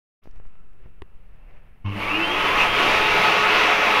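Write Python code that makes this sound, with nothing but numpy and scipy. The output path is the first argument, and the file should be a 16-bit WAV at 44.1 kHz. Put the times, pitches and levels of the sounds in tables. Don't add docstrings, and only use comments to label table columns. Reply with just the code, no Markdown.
import sys
import numpy as np
from scipy import signal
from scipy.fft import rfft, irfft
from scipy.io import wavfile
from scipy.ndimage import uniform_filter1d

SR = 44100
rng = np.random.default_rng(int(sys.argv[2]) if len(sys.argv) > 2 else 0)


def undo_db(level):
    steps = np.asarray(level, float) / 20
    return 10 ** steps


def dump_mix(stems):
    frames = np.atleast_2d(stems).T
    limited = np.clip(frames, -1, 1)
    pcm = np.round(limited * 32767).astype(np.int16)
    wavfile.write(sys.argv[1], SR, pcm)


N = 176400
MAINS_HZ = 99.5


def level(x, db):
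    return x * undo_db(db) / np.sqrt(np.mean(x ** 2))


def curve(table, x, log=False):
    a, b = np.array(table, float).T
    return np.interp(np.log(x), np.log(a), b) if log else np.interp(x, a, b)


def walk(rate_hz):
    hold = max(int(SR / rate_hz), 1)
    steps = np.repeat(rng.standard_normal(N)[:N // hold + 1], hold)
    return 1.36 * uniform_filter1d(uniform_filter1d(steps, hold), hold)[:N]


def noise(gain):
    f = np.maximum(np.arange(N // 2 + 1) * SR / N, .1)
    return irfft(rfft(rng.standard_normal(N)) * gain(f), N)


def coloured(table, slope_db=-30):
    return lambda f: undo_db(curve(table, f, True) + slope_db * np.maximum(np.log2(table[0][0] / f), 0))


def resonance(hz, width_hz):
    return lambda f: 1 / (1 + (2 * (f - hz) / width_hz) ** 2)


def bands(gain, flicker_db, rate_hz, lean_db=0.):
    out = 0
    for step in range(-9, 8):
        bell = lambda f: np.cos(np.pi / 2 * np.clip(2 * np.log2(f / 1500) - step, -1, 1))
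        band = noise(lambda f: gain(f) * bell(f))
        out = out + band * undo_db(flicker_db * walk(rate_hz) + lean_db * step / 2)
    return out


def room_air():
    # (frequency [Hz], spectrum level [dB])
    air_colour = [(100, 3), (300, -11), (420, -11.5), (650, -12), (1300, -14), (2600, -23), (4000, -26),
                  (9000, -30)]
    # (frequency [Hz], width [Hz], level [dB])
    vent = [(393, 140, -71.5), (1320, 160, -76), (1770, 160, -83), (2680, 170, -82)]
    air = level(bands(coloured(air_colour, slope_db=-2), 1.3, 10.2), -61)
    hums = sum(level(noise(resonance(hz, width_hz)), db) * undo_db(2.5 * walk(5.86))
               for hz, width_hz, db in vent)
    return air + hums


def grip_rumble(t):
    # (frequency [Hz], spectrum level [dB])
    rumble_colour = [(3, 0.5), (12, -10), (25, -7.5), (50, -19), (100, -30), (200, -34), (400, -65)]
    # (time [s], level [dB])
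    grip = [(.22, -15), (.4, -1), (.8, -9), (.87, 1), (.95, -7), (1.3, -4.5), (1.5, 0.5), (1.8, 0.5),
            (2.1, 5), (3.2, 5.5), (3.45, -3.5), (4, -3)]
    return level(noise(coloured(rumble_colour)), -42) * undo_db(2 * walk(5.6) + curve(grip, t))


def ticks(t):
    # (time [s], peak level [dB], pulse length [ms], push -1 or release 1)
    finger_ticks = [(.241, -56, 0.27, -1), (.257, -31.5, 0.66, -1), (0.274, -29.5, 1.3, -1),
                    (.312, -48, .6, 1), (0.359, -35, 0.34, -1), (0.376, -46, .15, -1), (.4, -31, 0.57, 1),
                    (.454, -32.5, 0.34, -1), (.477, -54, .15, -1), (0.555, -35.5, 0.32, 1),
                    (.733, -52, .15, -1), (.81, -48, .5, 1), (0.862, -37, .3, 1)]
    rise_ms = 0.22
    out = 0
    for s, db, length_ms, way in finger_ticks:
        age_ms = np.maximum(t - s, 0) * 1000
        pulse = (1 - np.exp(-age_ms / rise_ms)) * np.exp(-(age_ms / length_ms) ** 2)
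        out = out + np.sign(way) * undo_db(db) * pulse
    return out


def crackles(t):
    # (time [s], peak level [dB], decay [ms])
    bursts = [(.242, -62, 1.3), (.236, -62.5, 44), (.312, -54, 1), (.359, -57, 2), (.372, -56, 0.59),
              (.378, -60, 1), (.467, -59, 1), (.477, -67, 1), (.555, -69, 0.91), (.733, -63, 1.5),
              (.86, -66, 1.5)]
    # (frequency [Hz], spectrum level [dB])
    crackle_colour = [(2500, -20), (5000, -8), (8000, -9), (12000, -2.5)]
    swell = sum(undo_db(db) * (t > s) * np.exp(-np.maximum(t - s, 0) * 1000 / decay_ms)
                for s, db, decay_ms in bursts)
    return level(noise(coloured(crackle_colour, slope_db=-16)), 16.5) * swell


def sleeve(t):
    # (middle [s], rise [s], fall [s], level [dB])
    strokes = [
        (.245, 0.0091, 0.037, -78),
        (.35, 0.021, 0.052, -62),
        (.84, 0.041, 0.04, -60.5),
        (1.59, 0.31, 0.11, -60),
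    ]
    # (frequency [Hz], spectrum level [dB])
    sleeve_colour = [(300, 9), (500, 17.5), (1000, 6.5), (2200, 4.5), (3200, -2), (9000, -9)]
    sweep = sum(undo_db(db) * np.exp(-((t - s) / np.where(t < s, rise_s, fall_s)) ** 2)
                for s, rise_s, fall_s, db in strokes)
    return level(noise(coloured(sleeve_colour, slope_db=-14)), 0) * sweep * undo_db(1.8 * walk(60.7))


def case_flex(t):
    # (time [s], depth [dB], length [ms])
    squeezes = [(.3, -36, 16), (.376, -31, 15), (.404, -35, 7.6), (.468, -30, 21), (1.023, -33, 3),
                (1.156, -35, 15)]
    # (time [s], level [dB], length [ms])
    releases = [(.86, -30, 2.3), (1.029, -33, 3.3)]
    press = sum(undo_db(db) * np.exp(-((t - s) * 2000 / length_ms) ** 2) for s, db, length_ms in squeezes)
    spring = sum(undo_db(db) * np.exp(-np.abs(t - s) * 1000 / length_ms) for s, db, length_ms in releases)
    return spring - press


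def case_snap(t):
    # (frequency [Hz], level [dB], T60 [s])
    modes = [(393, 3.5, 0.028), (1050, 3, 0.0092), (1920, -0.5, 0.0071), (2920, -9, 0.0048),
             (3650, 2, 0.0032), (4740, -3, 0.0025), (9500, 13, 0.0017)]
    age = np.maximum(t - 1.0207, 0)
    ring = sum(undo_db(db) * np.exp(-age * np.log(1000) / t60_s) * np.sin(2 * np.pi * hz * age)
               for hz, db, t60_s in modes)
    return -undo_db(-33) * ring


def mains_growl(run_s):
    # (multiple of MAINS_HZ, inrush level [dB], running level [dB], inrush fade [s])
    growl_parts = [(1, -27, -42.5, 0.071), (2, -38, -48.5, 0.25), (3, -59, -42.5, 0.4),
                   (4, -58.5, -66, 0.087), (6, -48.5, -68, 0.11), (9, -52, -74, 0.08),
                   (5.02, -60, -66, 0.09), (10.7, -45, -70, 0.08), (22, -53, -62, 0.092)]
    inrush_shape, ease_db_s = 1.4, -3
    out = 0
    for k, inrush_db, running_db, fade_s in growl_parts:
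        inrush = undo_db(inrush_db) * np.exp(-(run_s / fade_s) ** inrush_shape)
        swell = inrush + undo_db(running_db + ease_db_s * run_s)
        out = out + swell * undo_db(2.0 * walk(9.39)) * np.cos(k * 2 * np.pi * MAINS_HZ * run_s)
    return np.sqrt(2) * out * (1 - np.exp(-run_s / 0.0087))


def motor_whine(run_s):
    # (multiple of shaft rate, full-speed level [dB], surge while accelerating [dB], unsteadiness [dB])
    whine = [
        (1, -33, 6, 1.3),
        (3, -16, -6, 3),
        (8, -38, 13, 2.5),
        (9, -37, 13, 1.8),
    ]
    # (frequency [Hz], level [dB])
    shaft_colour = [(150, -12), (200, -3), (235, -16), (280, -14), (308, 0), (333, 5), (348, -8), (358, 6),
                    (385, -13), (420, -1)]
    # (frequency [Hz], level [dB])
    lower_colour = [(2050, -34), (2250, -1), (2400, -16), (2490, 2), (2610, -4), (2720, 4), (2780, -17),
                    (2950, -3), (3350, -1)]
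    # (frequency [Hz], level [dB])
    upper_colour = [(2000, -34), (2260, -4), (2520, -18), (2650, 5), (2720, -2), (2810, 8), (2950, -10),
                    (3060, 3), (3600, -5), (3750, 3), (3800, 2)]
    top_shaft_hz, fast_s, slow_s, slow_share = 424.2, .1, .355, .59
    torque_ripple = 1.1
    lag = (1 - slow_share) * np.exp(-run_s / fast_s) + slow_share * np.exp(-run_s / slow_s)
    speed = 1 - lag
    shaft_hz = top_shaft_hz * speed * (1 + 0.001433 * walk(24.9))
    turn = 2 * np.pi * np.cumsum(shaft_hz) / SR
    colours = {1: shaft_colour, 9: upper_colour}
    out = 0
    for k, db, surge_db, rough_db in whine:
        housing_db = curve(colours.get(k, lower_colour), k * shaft_hz + 1, True)
        tone_db = db + surge_db * lag * 3.53 + housing_db + rough_db * walk(29.61)
        out = out + undo_db(tone_db) * speed ** 2 * np.sin(k * turn)
    ripple = 1 + torque_ripple * lag * np.cos(2 * np.pi * MAINS_HZ * run_s)
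    return np.sqrt(2) * out * ripple, speed


def brush_noise(run_s):
    # (frequency [Hz], spectrum level [dB])
    brush_colour = [(300, 7), (700, -4), (1100, 9.5), (1600, -5.5), (2250, -5.5), (2950, 3.5), (3300, -5),
                    (9000, -17)]
    pulse = 1 + 0.39 * np.cos(2 * np.pi * MAINS_HZ * run_s)
    return level(noise(coloured(brush_colour)), -39) * pulse * np.clip(run_s / 0.02, 0, 1)


def housing_ring():
    # (frequency [Hz], width [Hz], level [dB])
    modes = [(610, 180, -16.5), (697, 20, -2.5), (873, 36, 2), (1015, 59, 2.5), (1139, 126, 2.5),
             (1273, 57, 4), (1443, 33, 0), (1807, 160, -7), (2107, 61, -4), (2287, 66, -8.5),
             (2550, 160, -8.5), (2750, 140, -1.5)]
    ring = sum(undo_db(db + 2.5 * walk(6.91)) * level(noise(resonance(hz, width_hz)), 0)
               for hz, width_hz, db in modes)
    return level(ring, -7)


def lip_hiss(speed, t):
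    # (frequency [Hz], spectrum level [dB])
    nozzle_colour = [(4000, -17.5), (8000, 1), (10500, 8.5), (15500, 6)]
    hiss = level(bands(coloured(nozzle_colour, slope_db=-15), 0.55, 12.2), -22) * speed ** 1.75
    shade_db, shade_from_s, shade_s = -16, 3.2, 0.52
    return hiss * undo_db(shade_db * np.clip((t - shade_from_s) / shade_s, 0, 1))


def palm_flares(t):
    # (middle [s], centre [Hz], length [s], level [dB])
    flares = [(2.62, 2660, .03, -22), (3.33, 2700, .02, -27), (3.68, 1310, .04, -28), (3.2, 180, .07, -41),
              (2.5, 1050, .12, -27), (1.96, 200, .05, -40)]
    return sum(level(noise(lambda f: 1 / (1 + (12 * (f / hz - 1)) ** 4)), db) * np.exp(-((t - s) / length_s) ** 2)
               for s, hz, length_s, db in flares)


def jet(speed, t):
    # (frequency [Hz], spectrum level [dB])
    jet_colour = [(60, -29.5), (170, -11), (250, -12.5), (420, -5), (1100, -3), (1750, -6), (2600, -6),
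                  (7000, -12.5)]
    # (time [s], level [dB])
    hand = [(1.84, -1), (2.0, 4), (2.1, 0.5), (2.3, -3), (2.5, 1.5), (2.54, -0.5), (2.61, 3), (2.71, -4),
            (2.8, 1.5), (3.05, -0.3), (3.17, 1), (3.4, -0.06), (3.7, 0), (3.78, -1.5), (3.86, 1.05),
            (4, -0.6)]
    flow_power, brighten_db_s, lip_follow = 3.04, 0.45, 0.7
    lean_db = -2 * (1 - speed) + brighten_db_s * (t - 3)
    rush = level(bands(coloured(jet_colour, slope_db=-6), 1.3, 14, lean_db), 0)
    hand_db = curve(hand, t) + .5 * walk(9)
    roar = (rush + housing_ring() * speed) * speed ** flow_power * undo_db(-17 + hand_db)
    return roar + lip_hiss(speed, t) * undo_db(lip_follow * hand_db) + palm_flares(t)


def tiled_echo(x):
    t60_s = 0.54
    age = np.arange(SR) / SR
    tail = rng.standard_normal(SR) * np.exp(-age * np.log(1000) / t60_s) * (age > .004)
    return undo_db(-10) * signal.fftconvolve(x, tail / np.sqrt(np.sum(tail ** 2)))[:N]


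def scene():
    on_s, tone_echo = 1.843, .4
    t = np.arange(N) / SR
    run_s = np.maximum(t - on_s, 0)
    handling = grip_rumble(t) + ticks(t) + crackles(t) + sleeve(t) + case_flex(t) + case_snap(t)
    tones, speed = motor_whine(run_s)
    dryer = (tones + jet(speed, t) + brush_noise(run_s)) * (t > on_s)
    echo = tiled_echo(dryer - (1 - tone_echo) * tones)
    return (room_air() + handling + mains_growl(run_s) + dryer + echo)[None]


def top_cut(x):
    return signal.sosfilt(signal.butter(12, 15720, fs=SR, output="sos"), x)


def record(dry):
    # (frequency [Hz], level [dB])
    mic = [(1600, -0.5), (2650, 4), (3300, -3), (3900, -8.5), (6000, -14), (7800, -25.5), (10000, -26),
           (15500, -30.5)]
    # (frequency [Hz], spectrum level [dB])
    hiss_colour = [(3000, 0), (6500, -4), (10000, 4), (15000, 3)]
    open_s, open_fade_s, top_hz, limit = 0.218, 0.015, 15720, 0.99
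    offset_peak, offset_rise_s, offset_settle_s = -0.042, 0.096, 0.73
    age = np.maximum(np.arange(N) / SR - open_s, 0)
    f = np.arange(N // 2 + 1) * SR / N + 1
    warm_db = -6 * np.exp(-age / .5)
    hiss = level(noise(coloured(hiss_colour, slope_db=-3)), -79.5) * undo_db(warm_db)
    heard = irfft((rfft(dry) * undo_db(curve(mic, f, True)) + rfft(hiss)) * (f < top_hz), N)
    heard = limit * np.tanh(heard / limit)
    offset = offset_peak * (1 - np.exp(-(age / offset_rise_s) ** 2)) * np.exp(-age / offset_settle_s)
    return top_cut(heard * np.clip(age / open_fade_s, 0, 1) + offset)


dry = scene()
out = record(dry)
dump_mix(out)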